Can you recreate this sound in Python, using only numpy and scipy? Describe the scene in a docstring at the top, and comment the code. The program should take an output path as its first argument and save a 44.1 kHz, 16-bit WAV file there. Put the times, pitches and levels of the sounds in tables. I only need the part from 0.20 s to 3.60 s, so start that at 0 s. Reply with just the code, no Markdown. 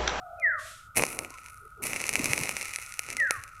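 """Outdoors, close to a candle: water is dripped twice into a small cup of burning wax.
It flashes to steam: tiny bursts sizzle, single drops pop and ring the cup, the flame flutters.
A bird whistles two falling notes among echoing trees, over a faint lower call and a distant drone."""
import sys
import numpy as np
from scipy import signal
from scipy.fft import rfft, irfft
from scipy.io import wavfile

SR = 44100
rng = np.random.default_rng(int(sys.argv[2]) if len(sys.argv) > 2 else 0)


def to_wav(sig):
    """Store sig (one row per channel, or 1-D mono) as 16-bit WAV at the path in sys.argv[1].

    Samples outside -1..1 are clipped; the rate is SR.
    """
    pcm = np.clip(np.atleast_2d(sig), -1, 1) * 32767
    pcm = np.round(pcm).astype(np.int16)
    wavfile.write(sys.argv[1], SR, pcm.T)  # frames by channels


N = 149940

# bursting drops: start_s, ring_db, thud_re_ring_db, crack_re_ring_db
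DROP_POPS = [(0.1989, -20, -15, -5), (0.7706, 11.5, -12, -11), (0.7803, 1, 9, -20),
             (0.7833, 6.5, -2.5, -18), (0.7954, 13, -1.5, -30), (0.8035, 3, 4, -19), (0.8124, 0, -3, -5),
             (0.8234, 9.5, 4, -11), (0.8368, 15, 0.5, -15), (0.8529, -6, -1, 0.5), (0.866, -2.5, -2, -3.5),
             (0.8853, -14, -6, -1), (0.9286, -3.5, -6, -11), (0.9902, 7.5, -8.5, -7.5), (1.048, 0, -7, -17),
             (1.1053, -16.5, 3, 0.5), (1.185, -8, -9, -16), (1.2614, -7, -25, -11.5),
             (1.2849, -10.5, -18, -11.5), (1.3746, -29.5, -12, 1.5), (1.6536, -15, 12, 4),
             (1.6603, -10.5, 5, -3), (1.7331, 9, -9, -21), (1.7617, 7.5, -8.5, -15), (1.8031, 5, -10, -13),
             (1.8159, -1, -3, -4), (1.8403, 9, -24, -16), (1.867, -8, -16, 3.5), (1.8923, 12, -11, -8.5),
             (1.9373, 5.5, -10, -8), (1.9559, 17, -13.5, -15), (2.0437, 4.5, -4, -2.5),
             (2.0577, 10.5, -13, -9.5), (2.1103, -10, -21, 1), (2.1337, 17.5, -12.5, -14.5),
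             (2.1784, 10, -9, -12.5), (2.1907, -4, -25, -1), (2.2353, 9, -20, -10.5), (2.2568, 3, -16, -11),
             (2.2738, 4, -13, -16), (2.2927, 10.5, -6.5, -11.5), (2.3676, 6, -9, -9), (2.4122, 1.5, -9, -7),
             (2.4279, -5, -1, -2), (2.457, 0.5, -20, -13), (2.5369, 2, -44, -11), (2.5603, 6.5, -23, -7.5),
             (2.5866, 1.5, -10, -13.5), (2.6632, -14.5, -12, 0.5), (2.7231, -3, -39, -9),
             (2.7404, -5, -45, -7.5), (2.7932, 9, -14, -7.5), (2.8882, -1, -7.5, -13.5),
             (2.903, 2.5, -17, -8), (2.93, -13, -9, 1), (2.9684, 5, -13, -9), (3.0011, 3, -15, -14),
             (3.1088, 14, -5.5, -8.5), (3.238, -6.5, -13, -6)]
# boiling envelope: time_s, sizzle_db, fizz_db
BOIL_LEVELS = [(.746, -67, -68), (.762, -41.5, -31), (.78, -34, -26.5), (.83, -45.5, -48.5),
               (.92, -54, -44.5), (1.14, -58.5, -62), (1.28, -59.5, -56), (1.43, -77, -65),
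               (1.617, -83, -80), (1.625, -47, -36), (1.67, -43.5, -38.5), (1.8, -45.5, -48),
               (2.0, -41, -42), (2.2, -42.5, -42), (2.5, -48, -49.5), (2.62, -50, -49.5),
               (2.77, -57.5, -56.5), (2.85, -53, -55), (2.92, -48.5, -53), (3.08, -57, -61),
               (3.14, -55, -52.5), (3.36, -65, -68)]
# rush of steam and flame: time_s, level_db
FLAME_LEVELS = [(0.74, -83), (0.77, -29), (0.81, -32.5), (0.88, -45.5), (1.02, -41), (1.15, -65.5),
                (1.55, -82), (1.63, -42.5), (1.9, -45), (2.02, -37), (2.21, -38), (2.35, -47.5),
                (2.7, -82.5), (2.92, -49), (3.33, -79)]
# flame puffs: start_s, pitch_hz, length_s, peak_db
FLAME_PUFFS = [(1.996, 270, .010, -24), (2.097, 113, 0.018, -29.5), (2.206, 136, .018, -29),
               (2.884, 382, 0.0089, -43), (2.94, 236, 0.025, -46), (3.17, 100, .04, -43.5)]
# bird notes: start_s, length_s, pitch_hz, fall_octaves_per_s, peak_db
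BIRD_NOTES = [(0.215, 0.197, 2212, 5.5, -17), (2.975, 0.223, 2134, 4.8, -18.5)]
# soft lead-in to the first note: start_s, length_s, pitch_hz, fall_octaves_per_s, peak_db
BIRD_LEAD_IN = (.18, .07, 2600, 3.5, -46)
# bird echo off a wall: delay_s, gain_db
WALL_ECHOES = [(.027, -13.5)]
# far call: time_s, pitch_hz, level_db
FAR_CALL = [(0, 742, -49.5), (.07, 715, -45), (0.171, 680, -44.5), (0.219, 640, -44), (.4, 620, -54),
            (0.518, 630, -56.5), (.6, 600, -85)]
# far hoots: start_s, length_s, pitch_hz, peak_db
FAR_HOOTS = [(1.082, .1, 1050, -52.5), (1.225, 0.077, 986, -58), (1.403, .1, 429, -60.5),
             (1.562, 0.16, 407, -48.5), (2.981, .1, 566, -50.5)]
# distant drone: centre_hz, half_width_hz, level_db
DRONE_BANDS = [(1299.5, 98, -52.5), (1435, 63, -57)]
# soft hiss before the boiling: time_s, level_db
HISS_LEVELS = [(.36, -86), (.394, -51), (.484, -46.5), (.59, -55), (.67, -65), (.73, -91)]
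# source spectra: frequency_hz, gain_db
POP_SPECTRUM = [(60, -22), (250, -7), (520, 1), (1000, -1), (1450, -9), (1850, -3), (2250, 3), (2750, -3),
                (3250, -14), (4200, -2), (6300, 3), (8100, -4), (9500, 5), (11500, -5), (14000, -19),
                (16500, -35.5)]
SIZZLE_SPECTRUM = [(300, -25), (1000, -14), (1600, -13), (1950, 0), (2430, 1), (2780, -4), (3200, -18),
                   (3800, -14), (6600, -9), (8100, -15), (10000, -32), (16000, -60)]
FIZZ_SPECTRUM = [(5000, -40), (8200, -13), (9400, 0), (11000, -3), (13400, -12), (15500, -26),
                 (16500, -33.5)]
FLAME_SPECTRUM = [(30, -7), (70, -9), (105, -1), (170, -4.5), (250, -1), (470, -4), (800, -8),
                  (1200, -10.5), (1800, -55), (4000, -41.5)]
HISS_SPECTRUM = [(600, -35), (1500, -3), (2340, -2), (3380, 0), (4640, -4), (7540, -2), (10600, -5),
                 (13700, -17), (16000, -42)]
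AIR_SPECTRUM = [(20, -8), (60, -1), (105, -1.5), (170, -15.5), (300, -28.5), (900, -29), (2000, -32),
                (5000, -39), (14000, -36), (16500, -55)]

BURSTS_PER_S, BURST_SPREAD_DB, BURST_MAX_DB = 3000, 3.5, 16.5


def sizzle(sizzle_gain_db=4.5, fizz_gain_db=-1, steam_db=-14, spit_db=-1, unshared_db=-6):
    """Water flashes to steam: surging tiny bursts and larger spits over a thin hiss."""
    surge = undb(2 * noise_band(0, half_width_hz=27))
    # bursts thin out as the boiling dies
    full_boil_db = -41
    density = np.clip((envelope(BOIL_LEVELS, 2) / undb(full_boil_db)) ** .75, .05, 2)

    def crackle():
        tiny = bursts(BURSTS_PER_S * density, BURST_SPREAD_DB, BURST_MAX_DB)
        spits = bursts(per_s=110 * np.sqrt(density), spread_db=4.5, max_db=10)
        return surge * tiny * np.sqrt(density.mean() / density) + undb(spit_db) * spits

    shared, out = crackle(), np.zeros(N)
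    for column, db, spectrum in (1, sizzle_gain_db, SIZZLE_SPECTRUM), (2, fizz_gain_db, FIZZ_SPECTRUM):
        unshared = undb(unshared_db) * crackle() + undb(steam_db) * rng.standard_normal(N)
        out += undb(db) * envelope(BOIL_LEVELS, column) * coloured(shared + unshared, spectrum)
    return out


def pops(gain_db=-1.5, spray_db=-50.5, spray_decay_s=.032):
    """Each drop explodes: crack, thud, a brief ring of the cup, then fizzing spray."""
    out, spray_power = np.zeros(N), np.zeros(N)
    hz = np.fft.rfftfreq(1024, 1 / SR)
    spray_decay = np.exp(-2 * np.arange(SR // 2) / SR / spray_decay_s)
    for start_s, ring_db, thud_db, crack_db in DROP_POPS:
        detune = np.exp(.035 * rng.standard_normal())
        cup_db = spectrum_db(POP_SPECTRUM, hz * detune)
        balance_db = spectrum_db([(1050, thud_db), (1800, 0), (2900, 0), (4200, crack_db)], hz)
        add(out, start_s, -impulse_response(gain_db + ring_db + balance_db + cup_db))
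        add(spray_power, start_s, undb(spray_db + ring_db + crack_db) ** 2 * spray_decay)
    fizz = coloured(bursts(BURSTS_PER_S, BURST_SPREAD_DB, BURST_MAX_DB), FIZZ_SPECTRUM)
    return out + np.sqrt(spray_power) * fizz


def flame(rush_gain_db=-2.5):
    """Steam shoves the flame: a lumpy low rush with soft puffs."""
    rush = coloured(bursts(per_s=1500, spread_db=3, max_db=14), FLAME_SPECTRUM)
    out = undb(rush_gain_db) * envelope(FLAME_LEVELS) * rush
    for start_s, hz, length_s, db in FLAME_PUFFS:
        t = np.arange(int(length_s * SR)) / SR
        add(out, start_s, undb(db) * np.sin(np.pi * t / length_s) * np.sin(2 * np.pi * hz * t))
    return out


def bird(attack_s=.033, decay_s=.06, release_s=.02, trees_db=-7):
    """Pure whistles swell and fade as they fall, echoed by a wall and trees."""
    direct, echoes = np.zeros(N), np.zeros(N)
    for start_s, length_s, hz, fall, db in BIRD_NOTES:
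        t, tone = glide(length_s, hz, fall, db)
        attack = np.minimum(t / attack_s, 1) ** 1.42
        decay = np.exp(-np.maximum(t - attack_s, 0) / decay_s)
        release = np.minimum((length_s - t) / release_s, 1)
        add(direct, start_s, tone * attack * decay * release)
    t, tone = glide(*BIRD_LEAD_IN[1:])
    add(direct, BIRD_LEAD_IN[0], tone * np.hanning(len(t)))
    for delay_s, db in WALL_ECHOES:
        add(echoes, delay_s, undb(db) * direct)
    return direct + echoes + undb(trees_db) * reverb(direct, t60_s=.47)


def far_calls(blur_per_s=5, blur_hz=85):
    """A sinking call and short hoots, blurred by their path through the trees."""
    rows, t = np.array(FAR_CALL), np.arange(N) / SR
    phase = 2 * np.pi * np.cumsum(np.interp(t, rows[:, 0], rows[:, 1])) / SR
    scatter = (noise_band(0, blur_hz) + 1j * noise_band(0, blur_hz)) / np.sqrt(2)
    clear = np.exp(-blur_per_s * t)
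    blur = clear + np.sqrt(1 - clear ** 2) * scatter
    out = envelope(FAR_CALL, 2) * blur * np.exp(1j * phase)
    for start_s, length_s, hz, db in FAR_HOOTS:
        swell = np.sin(np.pi * np.clip((t - start_s) / length_s, 0, 1))
        out += undb(db) * swell * scatter * np.exp(2j * np.pi * hz * t)
    return np.sqrt(2) * out.imag


def background(air_db=-58.5, throb_hz=15, throb_rms_db=.5):
    """Rumbling air, a distant throbbing drone, one soft hiss."""
    air = undb(air_db) * coloured(rng.standard_normal(N), AIR_SPECTRUM)
    throb = unit_rms(undb(throb_rms_db * noise_band(throb_hz, half_width_hz=7)))
    drone = sum(undb(db) * noise_band(hz, half_width_hz) for hz, half_width_hz, db in DRONE_BANDS)
    hiss = envelope(HISS_LEVELS) * coloured(rng.standard_normal(N), HISS_SPECTRUM)
    return air + throb * drone + hiss


def bench_scatter(x, decay_s=.003, level_db=-12.5, size=1024):
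    """Nearby wood smears each click over a few ms."""
    tail = rng.standard_normal(size) * np.exp(-np.arange(size) / SR / decay_s)
    return x + undb(level_db) * signal.fftconvolve(x, tail / np.linalg.norm(tail))[:N]


def reverb(x, t60_s, treble_t60_s=.31, treble_db=-8, split_hz=2800, build_s=.015):
    """Diffuse echo of walls and trees; treble dies first."""
    t = np.arange(SR) / SR
    low = signal.sosfilt(signal.butter(3, split_hz, fs=SR, output="sos"), rng.standard_normal(SR))
    build = 1 - np.exp(-t / build_s)
    body = build * undb(-60 * t / t60_s)
    treble = build * undb(treble_db - 60 * t / treble_t60_s)
    tail = low * body + rng.standard_normal(SR) * treble
    return signal.fftconvolve(x, tail / np.linalg.norm(body))[:N]


def bursts(per_s, spread_db, max_db):
    """Random clicks, most tiny, a few large; rms 1."""
    fires = rng.random(N) < per_s / SR
    size_db = np.minimum(spread_db * rng.exponential(size=N), max_db)
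    return unit_rms(fires * rng.choice([-1, 1], N) * undb(size_db))


def glide(length_s, hz, fall_octaves_per_s, db):
    """Time axis and a falling sine."""
    t = np.arange(int(length_s * SR)) / SR
    pitch_hz = hz * 2 ** (-fall_octaves_per_s * t)
    return t, undb(db) * np.sin(2 * np.pi * np.cumsum(pitch_hz) / SR)


def noise_band(centre_hz, half_width_hz):
    """Noise band, 12 dB down at the edges; rms 1."""
    offset = (np.fft.rfftfreq(N, 1 / SR) - centre_hz) / half_width_hz
    return unit_rms(irfft(rfft(rng.standard_normal(N)) / (1 + offset ** 2) ** 2, N))


def coloured(x, spectrum):
    """Filter by a spectrum table; rms 1."""
    gain_db = spectrum_db(spectrum, np.fft.rfftfreq(4096, 1 / SR))
    return unit_rms(signal.fftconvolve(x, impulse_response(gain_db))[:N])


def impulse_response(gain_db):
    """Minimum-phase ring with this spectrum."""
    cepstrum = irfft(gain_db * np.log(10) / 20)
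    half = len(cepstrum) // 2
    causal_fold = np.r_[1, np.full(half - 1, 2), 1, np.zeros(half - 1)]
    return irfft(np.exp(rfft(cepstrum * causal_fold)))


def spectrum_db(spectrum, hz):
    """Interpolate over log frequency."""
    rows = np.array(spectrum)
    return np.interp(np.log(hz + 1), np.log(rows[:, 0]), rows[:, 1])


def envelope(table, column=1):
    """Gain from a dB column; silent before the first row."""
    rows = np.array(table)
    return undb(np.interp(np.arange(N) / SR, rows[:, 0], rows[:, column], left=-np.inf))


def add(out, start_s, sound):
    """Mix in at start_s."""
    i = int(start_s * SR)
    out[i:i + len(sound)] += sound[:max(N - i, 0)]


def undb(db):
    """dB to gain."""
    return 10 ** (np.asarray(db) / 20)


def unit_rms(x):
    """Scale to rms 1."""
    return x / np.sqrt(np.mean(x ** 2))


def scene():
    """The cup close by, the yard around it; mono."""
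    cup = bench_scatter(pops() + sizzle()) + flame()
    yard_echo = undb(-18) * reverb(cup, t60_s=.58)
    return (cup + yard_echo + bird() + far_calls() + background())[None]


def record(dry):
    """Steep low-pass at 16.3 kHz."""
    return signal.sosfilt(signal.ellip(8, .2, 80, 16300, fs=SR, output="sos"), dry)


dry = scene()
out = record(dry)
to_wav(out)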